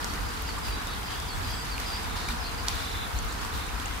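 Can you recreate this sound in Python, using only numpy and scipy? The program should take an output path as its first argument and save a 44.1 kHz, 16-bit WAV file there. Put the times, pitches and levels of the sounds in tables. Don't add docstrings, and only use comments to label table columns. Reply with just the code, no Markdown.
import sys
import numpy as np
from scipy import signal
from scipy.fft import rfft, irfft
from scipy.io import wavfile
from scipy.ndimage import uniform_filter1d

SR = 44100
rng = np.random.default_rng(int(sys.argv[2]) if len(sys.argv) > 2 else 0)


def transcribe(u):
    v = np.clip(np.atleast_2d(u).T, -1, 1)
    q = np.round(v * 32767).astype(np.int16)
    wavfile.write(sys.argv[1], SR, q)


N = 176400

# freq_hz, side_minus_mid_db
FIELD_WIDTH = [(30, -9.5), (70, -5), (140, -8), (280, -6), (550, 3.5), (1000, -0.6), (2000, 0.1),
               (12000, 0)]
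# freq_hz, left_minus_right_db
FIELD_LEAN = [(30, -4), (70, 4.5), (140, -0.6), (1000, -0.1), (2500, -0.3), (5000, -0.9), (8000, -2),
              (13000, -3.5)]
# freq_hz, density_db
WASH_SPECTRUM = [(60, -24), (120, 0.5), (170, -.5), (295, -0.5), (365, -6.5), (460, -0.5), (570, -9),
                 (720, -2), (1050, -1.5), (1400, -1.5), (2000, -7), (3000, -10.5), (4800, -13.5),
                 (6000, -19), (9000, -23), (13000, -23.5), (15500, -32)]
# freq_hz, density_db
PATTER_SPECTRUM = [(300, -40), (1000, 8.5), (2500, -12.5), (6000, -3.5), (10000, -5.5), (15000, -17)]
# freq_hz, density_db
RUMBLE_SPECTRUM = [(15, -31), (26, -10), (38, -1.5), (50, 2), (75, -4), (95, -6.5), (118, -18),
                   (180, -42.5)]
# peak_s, rise_db
AIR_GUSTS = [(.22, 4), (.69, 9), (1.37, 6), (1.5, 7.5), (2.31, 8.5), (2.76, 3), (2.96, 7), (3.16, 7.5),
             (3.25, 5.5), (3.44, 4.5), (3.56, 7)]
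# freq_hz, density_db
RUNOFF_SPECTRUM = [(400, -15), (1000, 5), (2200, -1), (4500, 2), (6500, -6), (9000, -9.5), (15000, -17)]
# start_s, gain_db, hold_s
RUNOFF_SLOPS = [(0, -0.5, 0.12), (0.298, -6, 0.037), (0.642, 0.5, 0.052), (1.102, 0.5, 0.042),
                (1.423, -0.5, 0.059), (1.642, -1, .02), (1.788, -1, 0.058), (1.871, -3, 0.19),
                (2.157, 1, 0.054), (2.287, 0, 0.032), (2.665, 3.5, 0.16), (3.406, 0.5, 0.022),
                (3.538, -2.5, 0.033), (3.795, -7, 0.066)]
# start_s, smack_gain_db, ring_hz, ring_gain_db, left_minus_right_db
FAT_DROPS = [(0.0445, -18, 5900, -20.5, -1), (.137, -25, 4500, -34, -6), (.871, -25, 10100, -33, -1),
             (1.201, -23, 5460, -28.5, -3), (1.7806, -30, 2530, -24, 0), (1.8, -25, 11900, -23, -6),
             (2.17, -32, 4760, -29, 4), (2.2874, -22, 5230, -21.5, -1), (2.6837, -14.5, 4420, -12, -2),
             (2.6846, -29, 5850, -16, -6), (3.4488, -25, 1100, -28.5, 6), (3.7992, -28, 3300, -29, -10)]
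# freq_hz, density_db
SMACK_SPECTRUM = [(200, -0.5), (900, 3), (2500, -6), (6000, -1.5), (10000, -8), (15000, -17)]
# start_s, length_s, start_hz, end_hz, gain_db, waver_ratio
BIRD_WHISTLES = [(.085, 0.042, 4720, 4340, -49, .008), (0.203, 0.14, 4980, 4700, -51.5, 0),
                 (0.466, 0.042, 5080, 4420, -43, .005), (0.627, 0.12, 4960, 4734, -44, 0.01),
                 (0.707, 0.089, 3860, 3950, -49, 0.01), (.86, 0.087, 3930, 3750, -46, 0.05),
                 (.895, 0.057, 4720, 4330, -48, .02), (0.929, 0.05, 3600, 3500, -48, 0.04),
                 (1.026, 0.16, 5090, 4760, -48.5, .009), (1.081, 0.2, 3300, 3400, -47.5, 0.06),
                 (1.28, 0.06, 5050, 4170, -44.5, .016), (1.294, 0.096, 3220, 3490, -49.5, 0),
                 (1.3, 0.082, 7900, 7960, -55, 0.03), (1.439, 0.12, 4960, 4660, -46, 0),
                 (1.487, 0.14, 5300, 4760, -47.5, 0.03), (1.498, 0.065, 3340, 3310, -48.5, .025),
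                 (1.53, 0.07, 7850, 8030, -50.5, .009), (1.704, 0.052, 5020, 4200, -42.5, .018),
                 (1.858, 0.11, 4940, 4700, -41.5, .004), (1.936, 0.066, 5180, 4840, -45, .005),
                 (2.398, 0.066, 5250, 4780, -45.5, .01), (2.438, 0.042, 4000, 4660, -42.5, 0),
                 (2.455, 0.071, 4180, 4090, -46, .006), (2.575, 0.032, 4380, 4930, -44, 0.04),
                 (3.151, 0.05, 3750, 4610, -46, .012), (3.286, 0.048, 3900, 4530, -46, 0.07)]
# start_s, centre_hz, level_db, left_minus_right_db
SOFT_SPLASHES = [(0.42, 12500, -38, -8), (.585, 8000, -38, 1), (1.472, 12100, -45, -1),
                 (1.651, 6400, -43, 0), (2.031, 7800, -40, -1), (2.9, 7700, -41, -1),
                 (3.187, 6740, -33.5, -1), (3.324, 7600, -38, -4), (3.665, 8500, -40, -5),
                 (3.857, 7000, -35, -4)]
# start_s, pitch_hz, level_db
LARGE_BUBBLES = [(0.576, 1126, -30), (.683, 2540, -33), (2.287, 2240, -27.5), (2.678, 985, -30),
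                 (3.449, 1035, -43), (3.858, 2740, -33)]
# start_s, length_s, pitch_hz, warbles_per_s, gain_db, rise_db
BIRD_TRILLS = [(2.04, .28, 3860, 31.5, -43.5, 7), (2.16, .17, 4550, 36, -46, 2),
               (2.713, 0.345, 3740, 30.5, -40.5, 3.5), (3.515, 0.18, 3850, 35, -43.5, -1)]

BIN_HZ = np.arange(N // 2 + 1) * SR / N
BIRD_ATTACK_S, BIRD_RELEASE_S = 0.0048, 0.017


def undb(db):
    return 10 ** (np.asarray(db) / 20)


def level(x, rms_db):
    return x * undb(rms_db) / np.sqrt(np.mean(x ** 2))


def per_bin(table):
    hz, db = np.array(table, float).T
    return np.interp(np.log(BIN_HZ + 1e-3), np.log(hz), db)


def colour(x, spectrum):
    gain = undb(per_bin(spectrum))
    return irfft(rfft(x) * gain / np.sqrt(np.mean(gain ** 2)), N)


def walk(rate_hz):
    hold = int(SR / rate_hz)
    steps = np.repeat(rng.standard_normal(N // hold + 1), hold)
    return 1.3 * uniform_filter1d(uniform_filter1d(steps, hold), hold)[:N]


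def surround(pair):
    mid, side = rfft(pair)
    width, lean = undb(per_bin(FIELD_WIDTH)), undb(per_bin(FIELD_LEAN) / 2)
    left, right = (mid + width * side) * lean, (mid - width * side) / lean
    return irfft(np.array([left, right]) / np.sqrt(1 + width ** 2), N)


def pan(left_minus_right_db):
    return undb([[left_minus_right_db / 2], [-left_minus_right_db / 2]])


def spatter(rate_per_s, spread_db, decay_s):
    hits = rng.random((2, N)) < rate_per_s / SR
    strength = undb(spread_db * np.minimum(rng.exponential(size=(2, N)), 5))
    power = signal.lfilter([1], [1, -np.exp(-2 / (decay_s * SR))], (hits * strength) ** 2 + 1e-12)
    return np.sqrt(power) * rng.standard_normal((2, N))


def wash(swell_db=0.1, flicker_db=0.98):
    noise, swell = rfft(rng.standard_normal((2, N))), swell_db * walk(1.1)
    octave = np.log2(np.maximum(BIN_HZ, 125) / 125).astype(int)
    bands = (irfft(noise * (octave == k), N) * undb(swell + flicker_db * walk(18)) for k in range(8))
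    return surround(level(colour(sum(bands), WASH_SPECTRUM), rms_db=-36))


def patter():
    ticks = spatter(rate_per_s=760, spread_db=1, decay_s=0.0024)
    return surround(level(colour(ticks, PATTER_SPECTRUM), rms_db=-46.5))


def bubble(age_s, hz, decay_cycles, glide_ratio=0.064):
    life = age_s * hz / decay_cycles
    return np.exp(-life) * np.sin(2 * np.pi * hz * age_s * (1 + glide_ratio * np.tanh(life / 2)))


def plinks(rate_per_s=300, low_hz=795.6, high_hz=7080, tilt_db_per_oct=0.5, range_db=12):
    age_s = np.arange(SR // 20) / SR
    out = np.zeros((2, N + len(age_s)))
    for when, height, strength, place in rng.random((int(rate_per_s * N / SR), 4)):
        hz = low_hz * (high_hz / low_hz) ** height
        gain_db = tilt_db_per_oct * np.log2(hz / low_hz) + range_db * strength
        ring = undb(gain_db) * bubble(age_s, hz, decay_cycles=9.2)
        start, angle = int(when * N), 2 * np.pi * place
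        out[:, start:start + len(ring)] += np.outer([np.cos(angle), np.sin(angle)], ring)
    return surround(level(out[:, :N], rms_db=-45.5))


def air(t, gust_sigma_s=0.017):
    gust_db = sum(db * np.exp(-((t - peak_s) / gust_sigma_s) ** 2 / 2) for peak_s, db in AIR_GUSTS)
    rumble = colour(rng.standard_normal((2, N)), RUMBLE_SPECTRUM)
    return surround(level(rumble * undb(gust_db), rms_db=-35))


def runoff(t, rise_s=0.0044, fall_s=0.076):
    flow = np.zeros(N)
    for start_s, gain_db, hold_s in RUNOFF_SLOPS:
        rise = np.clip((t - start_s) / rise_s, 0, 1)
        fall = np.exp(-np.maximum(t - start_s - hold_s, 0) / fall_s)
        flow += undb(gain_db) * rise * fall
    spray = colour(spatter(rate_per_s=4000, spread_db=-4, decay_s=0.00047), RUNOFF_SPECTRUM)
    return surround(level(spray, rms_db=-41.5) * flow)


def echoes(x, gain_db, t60_s=0.54, gap_s=0.006):
    t = np.arange(SR // 2) / SR
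    tail = rng.standard_normal((2, len(t))) * undb(-60 * t / t60_s) * (t > gap_s)
    tail /= np.sqrt(np.sum(tail ** 2, axis=1, keepdims=True))
    return undb(gain_db) * signal.fftconvolve(x[None], tail, axes=1)[:, :N]


def fat_drops(t, smack_s=0.00051, splash_s=0.0064, splash_db=-9, ring_peak_cycles=0.95, trim_db=1):
    envelope, ring = np.zeros((2, N)), np.zeros((2, N))
    lag_s = np.array([[0.00003], [0]])
    for start_s, smack_db, hz, ring_db, pan_db in FAT_DROPS:
        span = slice(int(start_s * SR), int(start_s * SR) + SR // 10)
        age_s = np.maximum(t[span] - start_s - lag_s, 0)
        gain = undb(trim_db) * pan(pan_db) * (age_s > 0)
        burst = np.exp(-age_s / smack_s) + undb(splash_db) * np.exp(-age_s / splash_s)
        envelope[:, span] += gain * undb(smack_db) * burst / 2
        life = age_s * hz / ring_peak_cycles
        ring[:, span] += gain * undb(ring_db) * np.sin(2 * np.pi * hz * age_s) * life * np.exp(1 - life)
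    direct = colour(envelope * rng.standard_normal((2, N)), SMACK_SPECTRUM) + ring
    return direct + echoes(direct[1], gain_db=-14.5)


def bird_note(age_s, length_s, hz, gain_db, near_db=-29.5, loss_db_per_db=0.59):
    attack = np.clip(age_s / BIRD_ATTACK_S, 0, 1)
    release = np.clip((length_s - age_s) / BIRD_RELEASE_S + 0.5, 0, 1)
    tone = np.sqrt(2) * undb(gain_db) * attack * release * np.sin(2 * np.pi * np.cumsum(hz) / SR)
    far_db = loss_db_per_db * np.maximum(near_db - gain_db, 0)
    return np.array([tone * undb(-far_db / 2), tone * undb(far_db / 2)])


def whistles(t, waver, glide_s=0.05, trim_db=4):
    song = np.zeros((2, N))
    for start_s, length_s, start_hz, end_hz, gain_db, waver_ratio in BIRD_WHISTLES:
        span = slice(int(start_s * SR), int((start_s + length_s + BIRD_RELEASE_S) * SR))
        age_s = t[span] - start_s
        slide = np.expm1(-age_s / glide_s) / np.expm1(-length_s / glide_s)
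        hz = (start_hz + (end_hz - start_hz) * slide) * (1 + waver_ratio * waver[span])
        song[:, span] += bird_note(age_s, length_s, hz, gain_db + trim_db)
    return song


def birds(t, quaver_db=1.2):
    waver = walk(300)
    direct, send = (whistles(t, waver) + trills(t, waver)) * undb(quaver_db * walk(200))
    eaves = echoes(direct, gain_db=-7.5, t60_s=0.08)
    yard = echoes(send, gain_db=-11.5)
    return direct * undb(-2) + eaves + yard


def splashes(t, rise_s=0.0015, sigma_oct=0.19):
    out = np.zeros((2, N))
    for start_s, centre_hz, level_db, pan_db in SOFT_SPLASHES:
        band = np.exp(-(np.log2((BIN_HZ + 1) / centre_hz) / sigma_oct) ** 2 / 2)
        hiss = level(irfft(rfft(rng.standard_normal((2, N))) * band, N), level_db)
        life = np.maximum(t - start_s, 0) / rise_s
        out += hiss * life * np.exp(1 - life) * pan(pan_db)
    return out


def plops(t):
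    return sum(undb(level_db) * bubble(np.clip(t - start_s, 0, 0.1), hz, decay_cycles=11.6)
               for start_s, hz, level_db in LARGE_BUBBLES)


def trills(t, waver, warble_hz=285, hurry_ratio=0.58, waver_ratio=0.01, send_db=-5):
    song = np.zeros((2, N))
    for start_s, length_s, pitch_hz, warbles_per_s, gain_db, rise_db in BIRD_TRILLS:
        span = slice(int(start_s * SR), int((start_s + length_s + BIRD_RELEASE_S) * SR))
        age_s = t[span] - start_s
        progress = age_s / length_s
        phase = 2 * np.pi * np.cumsum(warbles_per_s * (1 + hurry_ratio * progress ** 4)) / SR
        warble = np.cos(phase) + 0.18 * np.cos(2 * phase)
        hz = (pitch_hz + warble_hz * warble) * (1 + waver_ratio * waver[span])
        note = bird_note(age_s, length_s, hz, gain_db + rise_db * (progress - 0.5))
        song[:, span] += undb([[0], [send_db]]) * note
    return song


def scene():
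    t = np.arange(N) / SR
    bed = wash() + patter() + plinks() + air(t) + runoff(t)
    return bed + fat_drops(t) + birds(t) + splashes(t) + plops(t)


def record(dry, cutoff_hz=15600):
    return signal.sosfilt(signal.ellip(10, 0.2, 80, cutoff_hz, fs=SR, output="sos"), dry)


dry = scene()
out = record(dry)
transcribe(out)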